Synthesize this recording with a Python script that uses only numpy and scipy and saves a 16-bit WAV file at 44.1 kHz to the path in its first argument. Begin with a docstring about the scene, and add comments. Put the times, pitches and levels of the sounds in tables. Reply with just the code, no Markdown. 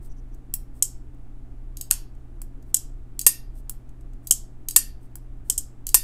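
"""Button-lock pocket knife

A knife is worked four times over a desk in a small room, close to the microphone. The thumb presses the
lock button, the blade swings shut, a finger trips the flipper and the blade snaps open against its stop.
Each blow is a noise clatter plus decaying steel modes, convolved with a synthetic room; the hardest overload
the input. Jolts are damped sines, shimmer and slides shaped noise. Ventilation rumbles and hums behind."""
import sys
import numpy as np
from scipy import signal
from scipy.fft import rfft, irfft
from scipy.io import wavfile
from scipy.ndimage import uniform_filter1d

SR = 44100
rng = np.random.default_rng(int(sys.argv[2]) if len(sys.argv) > 2 else 0)


def materialize(psi):
    """Save the field psi as 16-bit PCM at rate SR to the path in sys.argv[1].

    A 1-D psi becomes a single channel; in a 2-D psi each row is a channel.
    """
    bounded = np.clip(np.atleast_2d(psi).T, -1, 1)
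    quanta = np.round(bounded * 32767).astype(np.int16)
    wavfile.write(sys.argv[1], SR, quanta)


N = 266143

# Blade slams against its stop and locks, jolting the handle. Each row: start in seconds, level in dB,
# tilt in dB per octave, knock level in dB, knock frequency in Hz.
LOCK_EVENTS = [(1.9107, -7.5, -2, -35.5, 1450), (3.265, 1, 2, -29.5, 1050), (4.7619, 0.5, .5, -31.5, 1103),
               (5.9437, 0.5, 2, -26, 980)]
# Blade drops into the handle. Each row: start in seconds, level in dB, tilt in dB per octave,
# rebound delay in seconds, rebound level in dB re the blow, knock level in dB.
SHUT_EVENTS = [(0.8243, -9.5, .5, 0.024, -25, -42), (2.7437, -9, -1, .0237, -14.5, -42),
               (4.3092, -6, .5, .012, -9, -25), (5.4988, -12, -2, .024, -23, -37),
               (5.5785, -17.5, -1, .008, -8.5, -43)]
# Flipper trips, then the detent lets the blade go. Each row: start in seconds, trip level in dB,
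# release delay in seconds, release level in dB.
FLIP_EVENTS = [(1.77, -34.5, .0412, -26.5), (3.1921, -21.5, 0.021, -25.5), (4.686, -21.5, .023, -28),
               (5.8677, -24, .0222, -27)]
# Thumb presses the lock button. Each row: start in seconds, level in dB.
PRESS_EVENTS = [(0.539, -20), (2.4171, -37.5), (3.6956, -27.5), (5.1554, -37.5)]
# Faint ticks of play in pivot and button. Each row: start in seconds, level in dB, tilt in dB per octave.
TICK_EVENTS = [(.346, -57, 4), (1.146, -69, 2), (1.9059, -36, -5), (2.151, -67, -6), (2.626, -59, -5),
               (2.7415, -45, -2), (3.892, -60, -10), (4.009, -60.5, -5), (4.134, -61, -11)]
# Skin slides on the handle, blade turns on its pivot. Each row: middle in seconds, level in dB.
RUB_EVENTS = [(.04, -61), (.775, -63.5), (2.69, -70), (3.578, -60.5), (4.26, -65.5), (5.04, -67),
              (5.485, -62)]
# Thumb squeaks as it shifts onto the button. 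Each row: middle in seconds, level in dB.
SQUEAK_EVENTS = [(.115, -66), (.185, -68), (.34, -72)]

# Knife modes: clear steel ones first, then those damped by the hand. Each row: frequency in Hz, t60 in seconds
# before grip damping, relative spectral peak in dB for press, shut, flip and lock.
KNIFE_MODES = [(1830, .045, -35, -40, -22, -7), (3956, .07, -22, -15, -4, -12),
               (4570, .05, -30, -25, -6, -3), (4748, .05, -10, -15, 1, -12), (6826, .12, 0, -4, -2, -5),
               (7380, .03, -8, 0, 0, 5), (8230, .25, 3, 10, 7, 3), (9220, .1, 3, -8, -3, 8),
               (9305, .1, -12, 3, 10, 8), (11030, .04, 13, 1, -2, -3), (11315, .05, 2, -6, -3, 10),
               (12160, .025, 0, -2, 2, 5), (2730, .022, -13, -28, -16, -5),
               (3160, .008, -11, -11, -11, -16), (3680, .025, -30, -30, -22, -9),
               (4914, .012, -18, -12, -10, -7), (5350, .014, -5, -2, -5, -9), (5862, .016, -4, -6, -20, -7),
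               (6555, .016, -14, 3, 6, -5), (7165, .02, -6, 5, 0, 0), (7920, .014, 5, 8, 9, 3),
               (8260, .02, 4, 7, 1, 8), (8480, .025, -5, 5, -12, 4), (9720, .02, -1, -4, 2, 2),
               (10440, .03, -20, -6, -14, 2), (11870, .016, -4, -6, 4, -3), (12661, .018, -4, -6, 0, 0),
               (13200, .016, -2, 0, -5, -6), (14730, .02, 7, -5, -1, -4)]

# Clatter spectrum of each kind of blow. Each row: frequency in Hz, relative density in dB per Hz.
LOCK_SPECTRUM = [(300, -38.5), (1000, -24), (2000, -25), (2800, -16.5), (3600, -21), (5000, -13.5),
                 (6500, -4.5), (8200, 2.5), (10500, -4.5), (12500, 0.5), (14000, -11), (15500, -19.5)]
SHUT_SPECTRUM = [(300, -42.5), (1000, -41.5), (2300, -40), (3100, -26), (4000, -26), (5500, -12.5),
                 (6800, -0.5), (7900, 6), (9000, 0.5), (11000, -4.5), (13200, -3.5), (15500, -22.5)]
FLIP_SPECTRUM = [(300, -33), (1500, -30), (3000, -11), (3800, -12.5), (5000, -6), (7800, 3.5),
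                 (10000, -2.5), (12500, 6), (13800, -10.5), (15000, -2), (16000, -5)]
PRESS_SPECTRUM = [(300, -27), (1500, -17), (3000, -25), (4300, -15), (6000, -12), (8200, 7), (9000, -3),
                  (10500, 2.5), (11500, 0.5), (14500, 9.5), (16000, -4)]
# Spectra of shut-blade shimmer, sliding hiss, ventilation air and duct rumble.
# Each row: frequency in Hz, relative density in dB per Hz.
SHIMMER_SPECTRUM = [(3000, -39.5), (3950, -16.5), (4600, -26), (6600, -9.5), (7700, 0), (8300, -3.5),
                    (9000, -16.5), (12000, -26), (15000, -39.5)]
HISS_SPECTRUM = [(1500, -20.5), (4500, -8.5), (6000, -8.0), (8200, -2.0), (12000, -1.5), (15500, -5)]
AIR_SPECTRUM = [(94, -37.5), (160, -14), (273, -1.5), (534, -21.5), (672, -18), (740, -20), (830, -20.5),
                (1040, -27.5), (1130, -25), (4300, -43), (5210, -45), (8090, -42), (15500, -50.5)]
RUMBLE_SPECTRUM = [(10, -2), (22, -7), (29, 4.5), (36, -11), (48, -12.5), (64, -13), (80, -28.5),
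                   (110, -28), (170, -33.5), (230, -50.5)]

# Room decay. Each row: frequency in Hz, t60 in seconds.
ROOM_DECAY = [(300, 0.46), (2000, 0.31), (4500, 0.3148), (8000, 0.1767), (11000, 0.2057), (15000, 0.18)]
# Spectrum of the room's tail. Each row: frequency in Hz, relative level in dB.
ROOM_SPECTRUM = [(300, -2), (1000, -1), (1850, 3.5), (3100, -0.5), (4500, 2.5), (8000, -2), (11000, 0),
                 (15000, -3.5)]
# Single echoes. Each row: nominal delay in seconds, level in dB re the direct sound.
ROOM_ECHOES = [(.0021, -23.5), (0.0114, -20.5), (0.0144, -22.5), (.0203, -24.5), (0.0271, -23.5)]

# per dB of slam level
LOCK_CLATTER_S_PER_DB, LOCK_RING_DB_PER_DB = 0.03, 0.7
# second, duller contact after landing; level re the landing, tilt per octave
SEAT_DELAY_S, SEAT_DB, SEAT_TILT_DB = .003, -8.5, -5.5
# detent ball catches on the blade; delay and level re the trip
CATCH_DELAY_S, CATCH_DB = .0132, -18
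# per dB of press level above the firm one
FIRM_PRESS_DB, PRESS_TILT_DB_PER_DB, PRESS_RING_DB_PER_DB = -20, 0.29, -0.4
# thud level re the knock
KNOCK_LAG_S, SHUT_KNOCK_HZ, THUD_HZ, THUD_DB = .003, 3090, 280, -13.5
# shimmer level re the blow
SHIMMER_DB, SHIMMER_T60_S = -30, 0.29
# singing level re the hiss
RUB_S, SING_HZ, SING_DB = .1, 8250, -10
SQUEAK_S, SQUEAK_HZ = .06, 5900
AIR_DB, RUMBLE_DB, HUM_HZ, HUM_DB = -55, -36.0, 120, -50.5
BAND_EDGE_HZ = 15700


def gain_of(db):
    """Decibels to an amplitude factor."""
    return 10 ** (np.asarray(db) / 20)


def evened(x):
    """Scales to rms 1."""
    return x / np.sqrt(np.mean(x ** 2) + 1e-20)


def as_blow(x):
    """Scales to the energy of 4 ms at rms 1."""
    return x * np.sqrt(.004 * SR / np.sum(x ** 2))


def read(points, hz):
    """Interpolates a spectrum on a log-frequency axis."""
    point_hz, value = np.transpose(points)
    return np.interp(np.log(hz + 1), np.log(point_hz + 1), value)


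def add(mix, start_s, sound):
    """Mixes a sound in at start_s, or at 0 if that is negative."""
    part = mix[max(round(start_s * SR), 0):][:len(sound)]
    part += sound[:len(part)]


def noise(spectrum_db):
    """Steady noise of a given spectrum, rms 1."""
    gain = gain_of(read(spectrum_db, np.fft.rfftfreq(N, 1 / SR)))
    return evened(irfft(rfft(rng.standard_normal(N)) * gain, N))


def tint(x, spectrum_db, tilt_db):
    """Minimum-phase filter: sets a burst's broad spectrum, tilted about 8 kHz, and leaves its fine ripple."""
    hz = abs(np.fft.fftfreq(len(x), 1 / SR))
    spectrum = np.fft.fft(x)
    broad = np.sqrt(uniform_filter1d(abs(spectrum) ** 2, size=140, mode="wrap"))
    target_db = read(spectrum_db, hz) + tilt_db * np.log2(np.maximum(hz, 1000) / 8000)
    log_gain = np.log(gain_of(target_db) / broad)
    minimum_phase = np.exp(np.conj(signal.hilbert(log_gain)))
    return np.fft.ifft(spectrum * minimum_phase).real


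def blows(contacts, spectrum_db, room_db, rise_s, grip_t60_s, peak_column):
    """Steel meets metal: a clatter of tiny contacts, the ring of the knife's modes, the room's answer."""
    t = np.arange(8192) / SR
    hz, t60_s, *peaks_db = np.transpose(KNIFE_MODES)[:, :, None]
    attack = 1 - np.exp(-t / rise_s)
    # for the same spectral peak, a short mode swings wider
    fading = gain_of(peaks_db[peak_column] - 60 * t / t60_s) / t60_s * attack
    fading = fading * gain_of(-60 * t / grip_t60_s)  # grip damps every mode further
    out = np.zeros(N)
    for start_s, level_db, clatter_t60_s, tilt_db, ring_db in contacts:
        # grip shifts from blow to blow and detunes the modes a little
        detune, phase = rng.standard_normal((2, len(hz), 1))
        swinging = np.sin(2 * np.pi * (hz * (1 + .0015 * detune) * t + phase))
        ring = (fading * swinging).sum(0)
        impulses = rng.choice([-1., 1.], len(t)) * attack * gain_of(-60 * t / clatter_t60_s)
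        clatter = tint(impulses, spectrum_db, tilt_db)
        click = as_blow(as_blow(clatter) + gain_of(ring_db) * as_blow(ring))
        add(out, start_s, signal.fftconvolve(gain_of(level_db) * click, room(room_db)))
    return out


def lock_blows(clatter_t60_s=0.02, ring_db=-3.0):
    """One hard contact per opening; a harder slam clatters longer and rings more."""
    contacts = []
    for start_s, db, tilt_db, *_ in LOCK_EVENTS:
        t60_s = max(clatter_t60_s + LOCK_CLATTER_S_PER_DB * db, .005)
        contacts.append((start_s, db, t60_s, tilt_db, ring_db + LOCK_RING_DB_PER_DB * db))
    return blows(contacts, LOCK_SPECTRUM, room_db=-14, rise_s=.0003, grip_t60_s=0.43, peak_column=3)


def shut_blows(land_t60_s=.022, seat_t60_s=.018, rebound_t60_s=0.026,
               land_ring_db=-5, ring_db=-3, rebound_tilt_db=-3):
    """The blade lands, seats with a duller contact and rebounds once."""
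    contacts = []
    for start_s, db, tilt_db, rebound_s, rebound_db, _ in SHUT_EVENTS:
        contacts += [
            (start_s, db, land_t60_s, tilt_db, land_ring_db),
            (start_s + SEAT_DELAY_S, db + SEAT_DB, seat_t60_s, tilt_db + SEAT_TILT_DB, ring_db),
            (start_s + rebound_s, db + rebound_db, rebound_t60_s, tilt_db + rebound_tilt_db, ring_db)]
    return blows(contacts, SHUT_SPECTRUM, room_db=-14.0, rise_s=0.00024, grip_t60_s=.14, peak_column=1)


def flip_blows(trip_t60_s=.014, trip_tilt_db=-0.5, trip_ring_db=-3,
               catch_t60_s=.02, catch_tilt_db=-3, catch_ring_db=4,
               release_t60_s=.027, release_tilt_db=-.3, release_ring_db=5):
    """A dry trip click, a faint catch of the detent ball, then the ringing release."""
    contacts = detent_contact()
    for start_s, db, release_s, release_db in FLIP_EVENTS:
        contacts += [
            (start_s, db, trip_t60_s, trip_tilt_db, trip_ring_db),
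            (start_s + CATCH_DELAY_S, db + CATCH_DB, catch_t60_s, catch_tilt_db, catch_ring_db),
            (start_s + release_s, release_db, release_t60_s, release_tilt_db, release_ring_db)]
    return blows(contacts, FLIP_SPECTRUM, room_db=-11, rise_s=.0005, grip_t60_s=.6, peak_column=2)


def detent_contact(start_s=4.2712, level_db=-28.5, clatter_t60_s=.022, tilt_db=2.5, ring_db=-8):
    """Once the closing blade clicks over the detent on its way in."""
    return [(start_s, level_db, clatter_t60_s, tilt_db, ring_db)]


def press_blows(clatter_t60_s=0.028, ring_db=-1, snap_db=-3, snap_t60_s=0.0069, snap_ring_db=-14):
    """The button bottoms out: sharp snap plus short clatter; a gentler press is duller and rings more."""
    contacts = []
    for start_s, db in PRESS_EVENTS:
        firm_db = db - FIRM_PRESS_DB
        tilt_db = PRESS_TILT_DB_PER_DB * firm_db
        contacts += [(start_s, db + snap_db, snap_t60_s, tilt_db, snap_ring_db),
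                     (start_s, db, clatter_t60_s, tilt_db, ring_db + PRESS_RING_DB_PER_DB * firm_db)]
    return blows(contacts, PRESS_SPECTRUM, room_db=-15.5, rise_s=0.00018, grip_t60_s=.5, peak_column=0)


def tick_blows(clatter_t60_s=.022, ring_db=0):
    """Play in pivot and button makes light contacts with the flipper's spectrum and modes."""
    contacts = [(start_s, db, clatter_t60_s, tilt_db, ring_db) for start_s, db, tilt_db in TICK_EVENTS]
    return blows(contacts, FLIP_SPECTRUM, room_db=-23.0, rise_s=.0003, grip_t60_s=.6, peak_column=2)


def swing(hz, decay_s):
    """The handle, damped by the hand, swings for only a few cycles."""
    t = np.arange(2048) / SR
    return as_blow(np.sin(2 * np.pi * hz * t) * t * np.exp(-t / decay_s))


def knocks():
    """Each opening and closing jolts the handle just after the blow; on opening, a soft hand thud lies below."""
    jolts = []
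    for start_s, _, _, db, hz in LOCK_EVENTS:
        thud = gain_of(THUD_DB) * swing(THUD_HZ, decay_s=0.0012)
        jolts.append((start_s, db, swing(hz, decay_s=.001) + thud))
    for start_s, *_, db in SHUT_EVENTS:
        jolts.append((start_s, db, swing(SHUT_KNOCK_HZ, decay_s=0.001)))
    out = np.zeros(N)
    for start_s, db, jolt in jolts:
        add(out, start_s + KNOCK_LAG_S, signal.fftconvolve(gain_of(db) * jolt, room(room_db=-27)))
    return out


def shimmer():
    """The shut blade's many close modes, as a decaying wash of shaped noise that follows the blow's level."""
    t = np.arange(SR // 3) / SR
    wash = noise(SHIMMER_SPECTRUM)
    out = np.zeros(N)
    for start_s, level_db, *_ in SHUT_EVENTS:
        fading = gain_of(level_db + SHIMMER_DB - 60 * t / SHIMMER_T60_S)
        add(out, start_s, fading * wash[round(start_s * SR):][:len(t)])
    return out


def rubs():
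    """Grainy hiss swells and fades with each slide, blade singing faintly; a squeak is hiss in a resonance."""
    hiss = noise(HISS_SPECTRUM)
    grain = evened(uniform_filter1d(rng.standard_normal(N), size=90))
    hiss *= evened(gain_of(3 * grain))
    squeak = evened(signal.lfilter(*signal.iirpeak(SQUEAK_HZ, 22, fs=SR), hiss))
    singing = evened(signal.lfilter(*signal.iirpeak(SING_HZ, 90, fs=SR), hiss))
    hiss += gain_of(SING_DB) * singing
    out = np.zeros(N)
    for events, length_s, sound in (RUB_EVENTS, RUB_S, hiss), (SQUEAK_EVENTS, SQUEAK_S, squeak):
        stroke = np.hanning(round(length_s * SR))
        for middle_s, level_db in events:
            piece = sound[round(middle_s * SR):][:len(stroke)]
            add(out, middle_s - length_s / 2, gain_of(level_db) * stroke * piece)
    return out


def room(room_db):
    """Direct sound, first echoes and a diffuse tail, longest in the bass; new for each place of the hand."""
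    taps = np.zeros(SR // 3)
    at = np.arange(0, len(taps) - 10, 10)
    taps[at + rng.integers(0, 10, len(at))] = rng.choice([-1., 1.], len(at))
    hz, t, bins = signal.stft(taps, SR, nperseg=256)
    decay_db = -60 * t / read(ROOM_DECAY, hz)[:, None]
    bins = bins * gain_of(read(ROOM_SPECTRUM, hz)[:, None] + decay_db)
    tail = signal.istft(bins, SR, nperseg=256)[1]
    tail *= 1 - np.exp(-(np.arange(len(tail)) / SR / 0.0048) ** 2)  # walls take a moment to answer
    response = gain_of(room_db) * tail / np.linalg.norm(tail)
    response[0] += 1  # direct sound
    for delay_s, db in ROOM_ECHOES:
        add(response, delay_s * (1 + .04 * rng.standard_normal()), gain_of([db]))
    return response


def background():
    """Ventilation: shaped-noise duct rumble and air rush, with a mains hum of slightly wavering phase."""
    waver = evened(signal.resample(rng.standard_normal(30), N))
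    hum = np.sqrt(2) * np.sin(2 * np.pi * HUM_HZ * np.arange(N) / SR + 0.065 * waver)
    low_pass = signal.butter(4, 250, fs=SR, output="sos")
    rumble = signal.sosfilt(low_pass, noise(RUMBLE_SPECTRUM))
    return gain_of(AIR_DB) * noise(AIR_SPECTRUM) + gain_of(RUMBLE_DB) * rumble + gain_of(HUM_DB) * hum


def scene():
    """Knife blows and small handling sounds over the background."""
    knife = lock_blows() + shut_blows() + flip_blows() + press_blows() + tick_blows()
    handling = knocks() + shimmer() + rubs()
    return (knife + handling + background())[None]


def record(dry):
    """The hardest snaps overload the input and are flattened; then the band limit."""
    ceiling = 0.85
    clipped = dry / (1 + (dry / ceiling) ** 8) ** (1 / 8)
    low_pass = signal.firwin(255, BAND_EDGE_HZ, window=("kaiser", 8), fs=SR)
    return signal.oaconvolve(clipped, low_pass[None], "same")


dry = scene()
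out = record(dry)
materialize(out)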